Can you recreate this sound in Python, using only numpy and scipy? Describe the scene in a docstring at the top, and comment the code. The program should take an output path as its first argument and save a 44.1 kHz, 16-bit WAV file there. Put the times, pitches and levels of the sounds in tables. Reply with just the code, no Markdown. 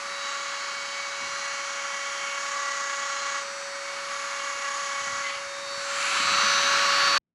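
"""In a room, a mains rotary tool runs at a steady high speed, its small bit pressed on a pebble held in the fingers.
Shaft, fan and bearings whine as sines at multiples of the shaft speed; air and broad grinding are coloured noise.
The bit's blows, one every second turn, ring resonances of stone and shank over filtered grinding noise.
Skids, a chirp, a squeak, thuds and rumble join in; lifted, the tool swings close to a mono phone microphone
until the sound is cut, leaving a faint rumble."""
import sys
import numpy as np
from scipy import signal
from scipy.fft import rfft, irfft, next_fast_len
from scipy.io import wavfile
from scipy.ndimage import uniform_filter1d

SR = 44100
rng = np.random.default_rng(int(sys.argv[2]) if len(sys.argv) > 2 else 0)


def wav_out(sig):
    """Save sig, one row per channel (or a flat mono array), as 16-bit PCM at SR to the path in sys.argv[1]."""
    wavfile.write(sys.argv[1], SR, np.round(np.clip(np.atleast_2d(sig).T, -1, 1) * 32767).astype(np.int16))


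N = 323694
TIME = np.arange(N) / SR  # s


def undb(db):
    """Level law: decibels to amplitude gain."""
    return 10 ** (np.asarray(db) / 20)


def unit(x):
    """Power normalisation: scale to rms 1."""
    return x / np.sqrt(np.mean(x ** 2))


def columns(table):
    """Linear interpolation: every column after the time, one value a sample."""
    seconds, *values = np.transpose(table)
    return [np.interp(TIME, seconds, value) for value in values]


def between(table):
    """Gating: one while a curve table lasts, with soft edges."""
    inside = (TIME >= table[0][0]) & (TIME < table[-1][0])
    return uniform_filter1d(1. * inside, size=1500)


def swell(middle, length, db):
    """Amplitude envelope: a smooth rise to a peak in dB and fall, over a length in seconds."""
    away = np.clip(2 * np.abs(TIME - middle) / length, 0, 1)
    return undb(db) * (1 - away * away) ** 2


def walk(rate):
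    """Slow random modulation: levels held 1 / rate s and smoothed twice; spread near 1."""
    hold = int(SR / rate)
    steps = np.repeat(rng.standard_normal(N // hold + 1), hold)
    slewed = uniform_filter1d(uniform_filter1d(steps, hold), hold)
    return 1.29 * slewed[:N]


def ring(x, modes):
    """Modal superposition: a sum of resonances, neighbours in opposite phase."""
    out = 0
    for k, (hz, width, db) in enumerate(modes):
        peak = signal.iirpeak(hz, hz / width, SR)
        out = out + (-1) ** k * undb(db) * signal.lfilter(*peak, x)
    return out


def coloured(spectrum):
    """Spectral shaping: white noise given a colour, rms 1."""
    hz, db = np.transpose(spectrum)
    size = next_fast_len(N)
    log_hz = np.log(np.fft.rfftfreq(size, 1 / SR) + 1)
    gain = undb(np.interp(log_hz, np.log(hz), db))
    return unit(irfft(rfft(rng.standard_normal(size)) * gain, size)[:N])


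APPROACH_S, ARRIVE_S = 5.677, 6.51  # the tool swings from the stone to the phone


def approach():
    """Proximity: share of the near level, 0 at the stone, 1 by the phone."""
    return np.clip((TIME - APPROACH_S) / (ARRIVE_S - APPROACH_S), 0, 1)


# Shaft speed, drifting slightly down, then rising as the tool nears the phone.
# Each row: time in seconds, speed in Hz.
SPEED = [(0.0, 560.1), (0.7, 560.6), (1.2, 560.26), (1.7, 559.55), (2.8, 559.1), (3.6, 558.15),
         (4.45, 558.95), (5.3, 558.5), (5.7, 558.8), (5.95, 558.5), (6.08, 560.2), (6.5, 560.5),
         (6.9, 561.0)]


def shaft_turns():
    """Phase is the integral of speed: turns of the shaft so far, with a slight random drift."""
    shaft_hz = columns(SPEED)[0]
    return np.cumsum(shaft_hz * (1 + 0.000407 * walk(20))) / SR


# The stronger tones of shaft, bit, fan and bearings. Each entry: multiple of the shaft speed.
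BEARING_ORDERS = [2, 4, 3.5, 6.613, 6.99, 7.361, 8, 8.997, 10.481, 10.857, 13.605, 17.994, 5, 5.614, 7.764,
                  10, 10.764, 11.856, 13.992, 14.348, 17.839]
# Starting phases of the first three of them. Each entry: phase in cycles.
IN_STEP = [0.25, 0.027, 0.63]


def tone(turns, order):
    """Shaft-locked harmonic: a sine of rms 1; the first three strong tones keep step with the bit's blows."""
    start = dict(zip(BEARING_ORDERS, IN_STEP)).get(order, rng.random())
    return np.sqrt(2) * np.sin(2 * np.pi * (order * turns + start))


# Tone at shaft speed. Each row: time in seconds, level in dB.
UNBALANCE = [(0.0, -46), (0.04, -44.5), (0.58, -45.5), (3.81, -41.5), (4.19, -43), (5.39, -42.5),
             (5.93, -39.5), (6.23, -45), (6.33, -40), (6.45, -40.5), (6.65, -36), (7.17, -38.5)]
# Levels of the stronger tones, added as powers, before a random flicker. Each row: level far off in dB, level
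# added near the phone in dB, swells (middle and length in seconds, peak in dB) as the hand turns the tool or,
# for the fourth and third-and-a-half multiples, also as the shank and the bit sing in short bursts.
BEARING = [(-61.5, -32, [(1.9, 0.74, -65), (3.9, 0.47, -49.5), (5.5, 2.3, -47), (7.1, 1.2, -35)]),
           (-55.5, -39, [(.79, 0.19, -45), (1.02, 0.37, -43), (1.23, 0.15, -41.5), (1.47, 0.33, -44),
           (1.83, 0.25, -53), (2.05, .26, -45), (2.45, 0.61, -49), (3.8, 0.85, -48), (5.3, 1, -47),
           (6.3, 0.7, -38)]), (-63, -52, [(1.45, 0.36, -48), (1.98, 0.4, -47), (2.73, 0.43, -42),
           (3.04, .26, -44), (5.11, .24, -45)]), (-62.5, -39.5, [(.3, .7, -53), (3.9, 2.1, -54),
           (5.65, 0.77, -48)]), (-59, -42, [(.25, .6, -43), (.9, 1.8, -47.5), (2.55, 0.89, -54),
           (5.7, 0.55, -48), (6.48, 0.94, -33.5), (7.18, 0.49, -37)]), (-58, -37.5, [(.6, 0.96, -49),
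           (1.45, 1.2, -47), (3.2, 0.51, -47), (4.3, 1.3, -55), (5.85, .3, -50), (6.3, 0.46, -38)]),
           (-50.5, -36.5, [(.2, 0.72, -46), (.65, .8, -45), (.98, 0.46, -45), (1.5, 0.88, -49),
           (2.1, 0.79, -57), (3.7, 1.7, -49), (5.2, 0.77, -52), (5.75, 0.35, -41.5), (5.98, 0.46, -54),
           (6.42, 0.79, -34.5), (7.1, 0.93, -32)]), (-55, -48, [(.7, 2.6, -50), (6.9, 0.55, -44.5)]),
           (-60, -57, [(1.27, 0.39, -48), (1.7, 2, -46.5), (2.7, .4, -49), (3.5, 1.23, -49.5),
           (5.1, 0.33, -47), (6.5, 0.73, -40), (7.18, 0.33, -46)]), (-66, -58.5, [(2.9, 0.89, -60),
           (5.9, 0.48, -50), (6.55, 1, -36.5)]), (-59, -64, [(.3, .6, -57), (3.6, .5, -61),
           (6.2, 1.5, -44.5), (6.9, .4, -50)]), (-66.5, -63, [(.1, 0.49, -63), (2.1, 1.8, -62),
           (4.7, 2.8, -58), (6.1, 0.49, -49.5)]), (-62, -43, [(.4, 1.1, -54), (1.3, 0.51, -52),
           (2.1, .9, -55), (4.5, 0.5, -48.5), (5.38, .3, -49), (6.5, 0.3, -39), (6.9, .4, -38)]),
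           (-61, -51.5, [(.75, 0.59, -53), (2.05, 1.2, -50), (3.1, 0.47, -52), (5.3, .4, -53),
           (6.0, 0.38, -47), (7.05, 0.48, -49)]), (-70, -43, [(1.65, 0.47, -58), (2.5, 1.06, -58),
           (4.7, 1.4, -61)]), (-57.5, -51.5, [(2.4, 1.5, -50), (3.1, .3, -51), (4.4, 2.17, -55.5),
           (5.8, 0.43, -48), (6.95, 0.87, -41)]), (-56.5, -43.5, [(3.3, 1.5, -55), (6.55, 1.02, -47)]),
           (-53.5, -48, [(2.7, 1.8, -62), (4.8, 1.2, -51), (6.75, 0.48, -44.5)]),
           (-64.5, -59, [(6.3, .3, -51), (6.9, 0.94, -57.5)]), (-73, -62, [(1.5, 1.1, -62), (3.6, 1.5, -56),
           (5.0, .8, -60), (6.75, 0.47, -51)]), (-71.5, -60.5, [(1.4, .7, -61), (4.1, .8, -64),
           (5.8, 0.71, -58)])]
# Throb of the fan tone, deepest with the bit off the stone. Each row: time in seconds, depth from 0 to 1.
THROB = [(0.0, 0.1), (.8, 0), (3.2, 0.47), (3.7, 0.66), (4.1, 0.5), (5.6, 0.4), (6.2, .8), (6.6, 0.2),
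         (7.2, 0.15)]
MAINS_HZ = 99.9  # twice the supply frequency
# Weaker tones of commutator and ball cage. Each entry: multiple of the shaft speed.
WEAK_ORDERS = [3, 3.12, 3.381, 6, 9.766, 10.107, 11, 11.23, 12.598, 14.723, 15.347, 16, 16.093, 16.72,
               17.092, 17.454, 18.831, 19.586, 20.213, 20.585, 20.956, 21.336, 21.707, 23, 23.711, 24.082,
               24.826, 26, 27.204, 27.581, 27.957]
# Their levels before shadowing and a random flicker. Each entry: level in dB over the broad noise.
WEAK_DB = [-20.5, -17, -16, -25, -36, -26.5, -26, -32, -23.5, -36, -42.5, -40, -33, -41.5, -38.5, -45,
           -46.5, -51, -43, -44.5, -46.5, -46, -60, -60.5, -57.5, -59.5, -58, -62, -62.5, -58, -58.5]


def whine(turns, noise):
    """Rotating-machine orders: unbalance and tones that come and go; the fan's throbs by amplitude modulation."""
    out = undb(columns(UNBALANCE)[0]) * tone(turns, order=1)
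    depth = columns(THROB)[0]
    for order, (far_db, near_db, swells) in zip(BEARING_ORDERS, BEARING):
        near = undb(near_db) * approach()
        power = undb(far_db) ** 2 + near ** 2 + sum(swell(*s) ** 2 for s in swells)
        # only order 8, from the fan blades, throbs with the supply
        throb = 1 + depth * (order == 8) * np.cos(2 * np.pi * MAINS_HZ * TIME)
        out += throb * np.sqrt(power) * undb(0.73 * walk(9)) * tone(turns, order)
    for order, db in zip(WEAK_ORDERS, WEAK_DB):
        # the lower ones come out of the vents and are shadowed until these face the microphone
        facing = (noise / noise.max()) ** (.5 * (order < 5.5))
        out += noise * facing * undb(db + 2.2 * walk(2.3)) * tone(turns, order)
    return out


# levels of the direct noise: vent air alone, vent air with broad grinding noise, vent air added by the phone
VENT_DB, VENT_AND_GRINDING_DB, VENT_NEAR_DB = -44, -40, -24
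CONTACT_EDGE_S = 0.2  # smoothing of the change as contact begins or ends


def direct_level():
    """Power addition: vent air, with broad grinding noise added while the bit is on the stone,
    and much louder near the phone."""
    contact = sum(between(table) for table in CONTACT)
    grinding = uniform_filter1d(contact, int(CONTACT_EDGE_S * SR))
    far = undb(VENT_DB + (VENT_AND_GRINDING_DB - VENT_DB) * grinding)
    return np.hypot(far, undb(VENT_NEAR_DB) * approach())


ROOM_DB = -38  # air heard through the room
# Colour of the air heard through the room. Each row: frequency in Hz, relative density in dB per Hz.
ROOM_AIR = [(20, -68.5), (60, -48), (90, -45), (130, -25.5), (300, -19.5), (650, -15.5), (1200, -1.5),
            (2190, -6), (3160, -20), (4440, -17.5), (5770, -13.5), (8000, -21), (10300, -32.5),
            (11400, -52), (12300, -57), (15600, -87.5)]
# Colour of the direct noise, vent air and broad grinding alike. 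Each row: frequency in Hz,
# relative density in dB per Hz.
DIRECT_NOISE = [(20, -59.5), (60, -44), (197, -21.5), (600, -23.5), (1030, -9), (1200, -2), (1350, -0.5),
                (1600, -5), (1950, -11), (2600, -8.5), (3500, -14.5), (4900, -14.5), (6500, -20),
                (7890, -27.5), (11700, -50), (15600, -64.5)]
# Bands of the direct noise that surge alone. Each row: centre in Hz, width in Hz, relative level in dB.
SURGE = [(1255, 500, 3.5), (2300, 780, -6), (4300, 2500, -11.5)]


def air_and_grinding(turns, level):
    """Broadband noise: fan air and broad grinding, puffing a little once a turn; the direct part flickers."""
    puff = 1 + 0.16 * np.cos(2 * np.pi * turns)
    room = undb(ROOM_DB) * coloured(ROOM_AIR)
    rush = coloured(DIRECT_NOISE)
    surges = sum(0.12 * walk(14) * ring(rush, [band]) for band in SURGE)
    direct = level * undb(.5 * walk(30)) * (rush + surges)
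    return puff * (room + direct)


def gripped(blows, modes, flicker_db, rate):
    """Varying modal response: resonances swell and dip alone as the grip shifts, the first the least."""
    out = 0
    for k, mode in enumerate(modes):
        flicker = undb(flicker_db * min(k + .3, 1) * walk(rate))
        out = out + (-1) ** k * flicker * ring(blows, [mode])
    return unit(out)


# Bit on stone, one table a contact. Each row: time in seconds, knock in the stone in dB,
# knock in the shank in dB, bending note in dB before a random flicker, mean wobble rate in Hz.
CONTACT = [
    [(0.0, -49, -50, -46, 34.3), (0.18, -45, -41.5, -46.5, 34.1), (0.3, -37.5, -43, -47, 35.4),
     (0.8, -42.5, -40, -58, 34.86), (1.2, -41, -42, -60, 33.95), (1.45, -38.5, -41, -60, 31.5),
     (1.8, -39.5, -39.5, -63, 33.05), (2.1, -37, -40.5, -61, 34.08), (2.31, -39, -38, -53, 35.14),
     (2.4, -35, -39.5, -58, 36.4), (2.6, -34.5, -43, -36.5, 35.75), (2.95, -34, -43, -54, 30.6),
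     (3.385, -34.5, -40.5, -42, 31.4), (3.45, -43, -54, -60, 30.75)],
    [(3.85, -50, -43, -55, 34), (4.02, -50, -46.5, -53, 34.7), (4.13, -38.5, -41.5, -42.5, 34.9),
     (4.3, -39.5, -42.5, -45, 35.5), (4.52, -36.5, -41, -41.5, 35.83), (4.575, -40, -41, -54, 33.9),
     (4.62, -35.5, -42, -48, 31.6), (4.8, -34.5, -42.5, -38, 33.4), (4.93, -35.5, -41, -48, 34),
     (5.05, -34.5, -39.5, -62, 34.66), (5.17, -35.5, -43, -55, 35.6), (5.24, -37, -42, -59, 35.6),
     (5.38, -46, -60, -62, 35.8)],
]
# Resonances of the stone. Each row: frequency in Hz, width in Hz, relative level in dB.
STONE = [(1129, 116, 4.5), (1400, 126, 0.5), (1607, 145, 1.5), (1956, 260, -1), (870, 180, -13.5)]
# Resonances of the shank. Each row: frequency in Hz, width in Hz, relative level in dB.
SHANK = [(2198, 47, 2.5), (2790, 140, -9), (3070, 90, -8), (3360, 58, -10.5)]
# Bands of the grinding hiss. Each row: centre in Hz, width in Hz, relative level in dB.
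GRIT = [(6715, 490, -3.5), (5540, 3600, -11), (3430, 2760, -14)]
HISS_DB, HISS_SLOPE = -42, 1  # grinding hiss at a stone knock of -38 dB, and its dB per dB of knock
BENDING_LEAD = 0.37  # radians by which the bending note leads the wobble


def bit(turns):
    """Subharmonic impact: the bit bounces every second turn; it wobbles in the hole, so the blows throb."""
    out = np.zeros(N)
    for table in CONTACT:
        stone_db, shank_db, bending_db, wobble_hz = columns(table)
        hiss_db = HISS_DB + HISS_SLOPE * (stone_db + 38)
        wobble = 2 * np.pi * np.cumsum(wobble_hz * (1 + 0.016 * walk(12))) / SR
        # the wobble and the unsteady hand shift the blows early and late
        bounce = turns / 2 + 0.023 * np.sin(wobble + 1.7) + 0.019 * walk(33)
        at = np.flatnonzero(np.diff(np.floor(bounce)) > 0)
        strength = (1 + 0.28 * np.cos(wobble)) * undb(1.05 * walk(45) + 1.5 * walk(250))
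        size = strength[at]
        # each blow is shared by two samples to fall between them
        early = bounce[at + 1] % 1 / np.diff(bounce)[at]
        blows = np.zeros(N)
        blows[at] = size * early
        blows[at + 1] = size * (1 - early)
        blows = signal.sosfilt(signal.butter(2, 4500, fs=SR, output="sos"), blows)  # a blow takes time
        knock = undb(stone_db) * gripped(blows, STONE, flicker_db=1.6, rate=17)
        knock += undb(shank_db) * gripped(blows, SHANK, flicker_db=2.2, rate=17)
        # the bit's own bending note lies one wobble rate above the second shaft multiple and beats with it
        bending = np.sqrt(2) * np.cos(4 * np.pi * turns + wobble + BENDING_LEAD)
        bending *= undb(bending_db + 1.0 * walk(8.1))
        # the grinding fades after each blow and throbs with the wobble
        scrape = 1.4 + np.exp(-(bounce % 1) / 0.51)
        scrape *= (1 + 0.16 * np.cos(wobble)) * rng.standard_normal(N)
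        grind = signal.sosfilt(signal.butter(4, 8000, fs=SR, output="sos"), ring(scrape, GRIT))
        out += between(table) * (knock + bending + undb(hiss_db) * unit(grind))
    return out


# Rumble as hands and air move by the phone. Each row: time in seconds, level in dB before a random flicker.
HANDLING = [(0.55, -82), (0.85, -71), (1.1, -76), (1.25, -58), (1.5, -76), (4.95, -78), (5.02, -63),
            (5.18, -59), (5.3, -69), (5.8, -63), (6.1, -69), (6.22, -49.5), (6.5, -54), (6.7, -56.5),
            (6.9, -65), (7.18, -59.5)]


def handling():
    """Band-limited noise: an uneven low rumble."""
    band = signal.butter(2, [65, 300], "band", fs=SR, output="sos")
    low = signal.sosfilt(band, rng.standard_normal(N))
    return between(HANDLING) * undb(columns(HANDLING)[0] + 2.8 * walk(15)) * unit(low)


# Dull knocks of the hands. Each row: start in seconds, level in dB before the onset and decay,
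# frequency in Hz, time to decay by 60 dB in seconds.
KNOCKS = [(1.218, -43, 247.5, 0.098), (4.55, -56, 70, .08), (5.014, -45, 110.3, 0.07),
          (5.07, -41, 180, 0.068), (5.125, -43, 95, 0.071), (5.185, -47, 160, 0.046),
          (5.362, -45, 110, .04), (5.462, -48, 85, 0.06), (5.774, -38, 160, 0.035), (6.2, -33, 270, .06),
          (6.32, -35, 202, .07), (6.439, -36.5, 205, 0.086)]


def knocks():
    """Damped oscillation: soft thuds, each a sine dying away exponentially."""
    out = np.zeros(N)
    for start, db, hz, t60 in KNOCKS:
        t = np.maximum(TIME - start, 0)
        onset = 1 - np.exp(-t / 0.0015)
        decay = np.exp(-np.log(1000) * t / t60)
        out += undb(db) * onset * decay * np.sin(2 * np.pi * hz * t)
    return out


# The bit skids over the stone. Each row: middle in seconds, length in seconds, peak in dB.
SLIPS = [(2.302, .12, -41), (5.082, .22, -53), (5.301, .26, -38.5)]
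# Resonances of the rasp, passed twice. Each row: frequency in Hz, width in Hz, relative level in dB a pass.
RASP = [(2080, 1170, -3.5), (3120, 940, 0), (4430, 1200, -6)]


def slips():
    """Resonated friction noise: a grainy rasp at each skid."""
    grain = undb(2.4 * walk(150)) * rng.standard_normal(N)
    rasp = unit(ring(ring(grain, RASP), RASP))
    return sum(swell(*s) for s in SLIPS) * rasp


# The shank rings once as the bit catches. One row: middle in seconds, length in seconds, peak in dB,
# frequency in Hz.
CHIRP = (5.028, 0.3, -47, 3052)


def chirp():
    """Single-mode ringing: one brief sine of steady pitch."""
    middle, length, db, hz = CHIRP
    return swell(middle, length, db) * np.sqrt(2) * np.sin(2 * np.pi * hz * TIME)


# The bit slips free. Each row: time in seconds, frequency in Hz, level in dB.
SQUEAK = [(5.225, 2070, -50), (5.245, 2060, -34), (5.275, 2045, -35), (5.3, 2000, -41), (5.33, 2040, -43),
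          (5.42, 2050, -52)]


def squeak():
    """Frequency modulation: a short whistle that falls, then turns up."""
    hz, db = columns(SQUEAK)
    whistle = np.sqrt(2) * np.sin(2 * np.pi * np.cumsum(hz) / SR)
    return between(SQUEAK) * undb(db) * whistle


# Treble of the rush as the tool swings past. One row: middle in seconds, length in seconds, peak in dB.
SHEEN = (6.13, 1, -39.5)
# Its bands, passed twice. Each row: centre in Hz, width in Hz, relative level in dB a pass.
SHEEN_BAND = [(6900, 1700, 3), (10900, 1900, -14)]


def sheen():
    """Resonance-filtered noise: a passing bright hiss."""
    hiss = ring(ring(rng.standard_normal(N), SHEEN_BAND), SHEEN_BAND)
    return swell(*SHEEN) * unit(hiss)


# Band of the rush that slides while the tool swings near. Each row: time in seconds, centre in Hz, level in dB.
SWING = [(5.85, 1801, -55), (5.95, 2107, -39), (6.05, 2300, -33), (6.15, 2783, -33.5), (6.25, 2546, -33.5),
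         (6.35, 2360, -35), (6.45, 2370, -57)]


def swing():
    """Quadrature modulation: slow noise carried on a sliding centre frequency."""
    hz, db = columns(SWING)
    phase = 2 * np.pi * np.cumsum(hz) / SR
    band = walk(1600) * np.cos(phase) + walk(1600) * np.sin(phase)
    return between(SWING) * undb(db) * unit(band)


CUT_S, AFTER_DB = 7.1815, -89.5  # time of the cut, and level of the rumble after it
# Band of that rumble, passed twice. Each row: centre in Hz, width in Hz, relative level in dB a pass.
AFTER = [(160, 180, 0)]


def cut(sound):
    """Windowing: the sound is faded out within 1.5 ms; a faint band of noise follows."""
    running = np.sin(np.pi / 2 * np.clip((CUT_S - TIME) / 0.0015, 0, 1)) ** 2
    rumble = undb(AFTER_DB) * unit(ring(ring(rng.standard_normal(N), AFTER), AFTER))
    return running * sound + (TIME > CUT_S) * rumble


def scene():
    """Superposition: tool, bit and hands, the same in both channels."""
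    turns = shaft_turns()
    level = direct_level()
    noise = np.hypot(undb(ROOM_DB), level)
    sound = whine(turns, noise) + air_and_grinding(turns, level) + bit(turns)
    sound += handling() + knocks() + slips() + chirp() + squeak() + sheen() + swing()
    return np.tile(cut(sound), (2, 1))


TOP_HZ = 15735  # upper limit of the phone


def record(dry):
    """Band limiting: the phone thins the bass and cuts the top."""
    thin = signal.sosfilt(signal.butter(2, 55, "high", fs=SR, output="sos"), dry)
    return signal.sosfilt(signal.ellip(12, .2, 70, TOP_HZ, fs=SR, output="sos"), thin)


dry = scene()
out = record(dry)
wav_out(out)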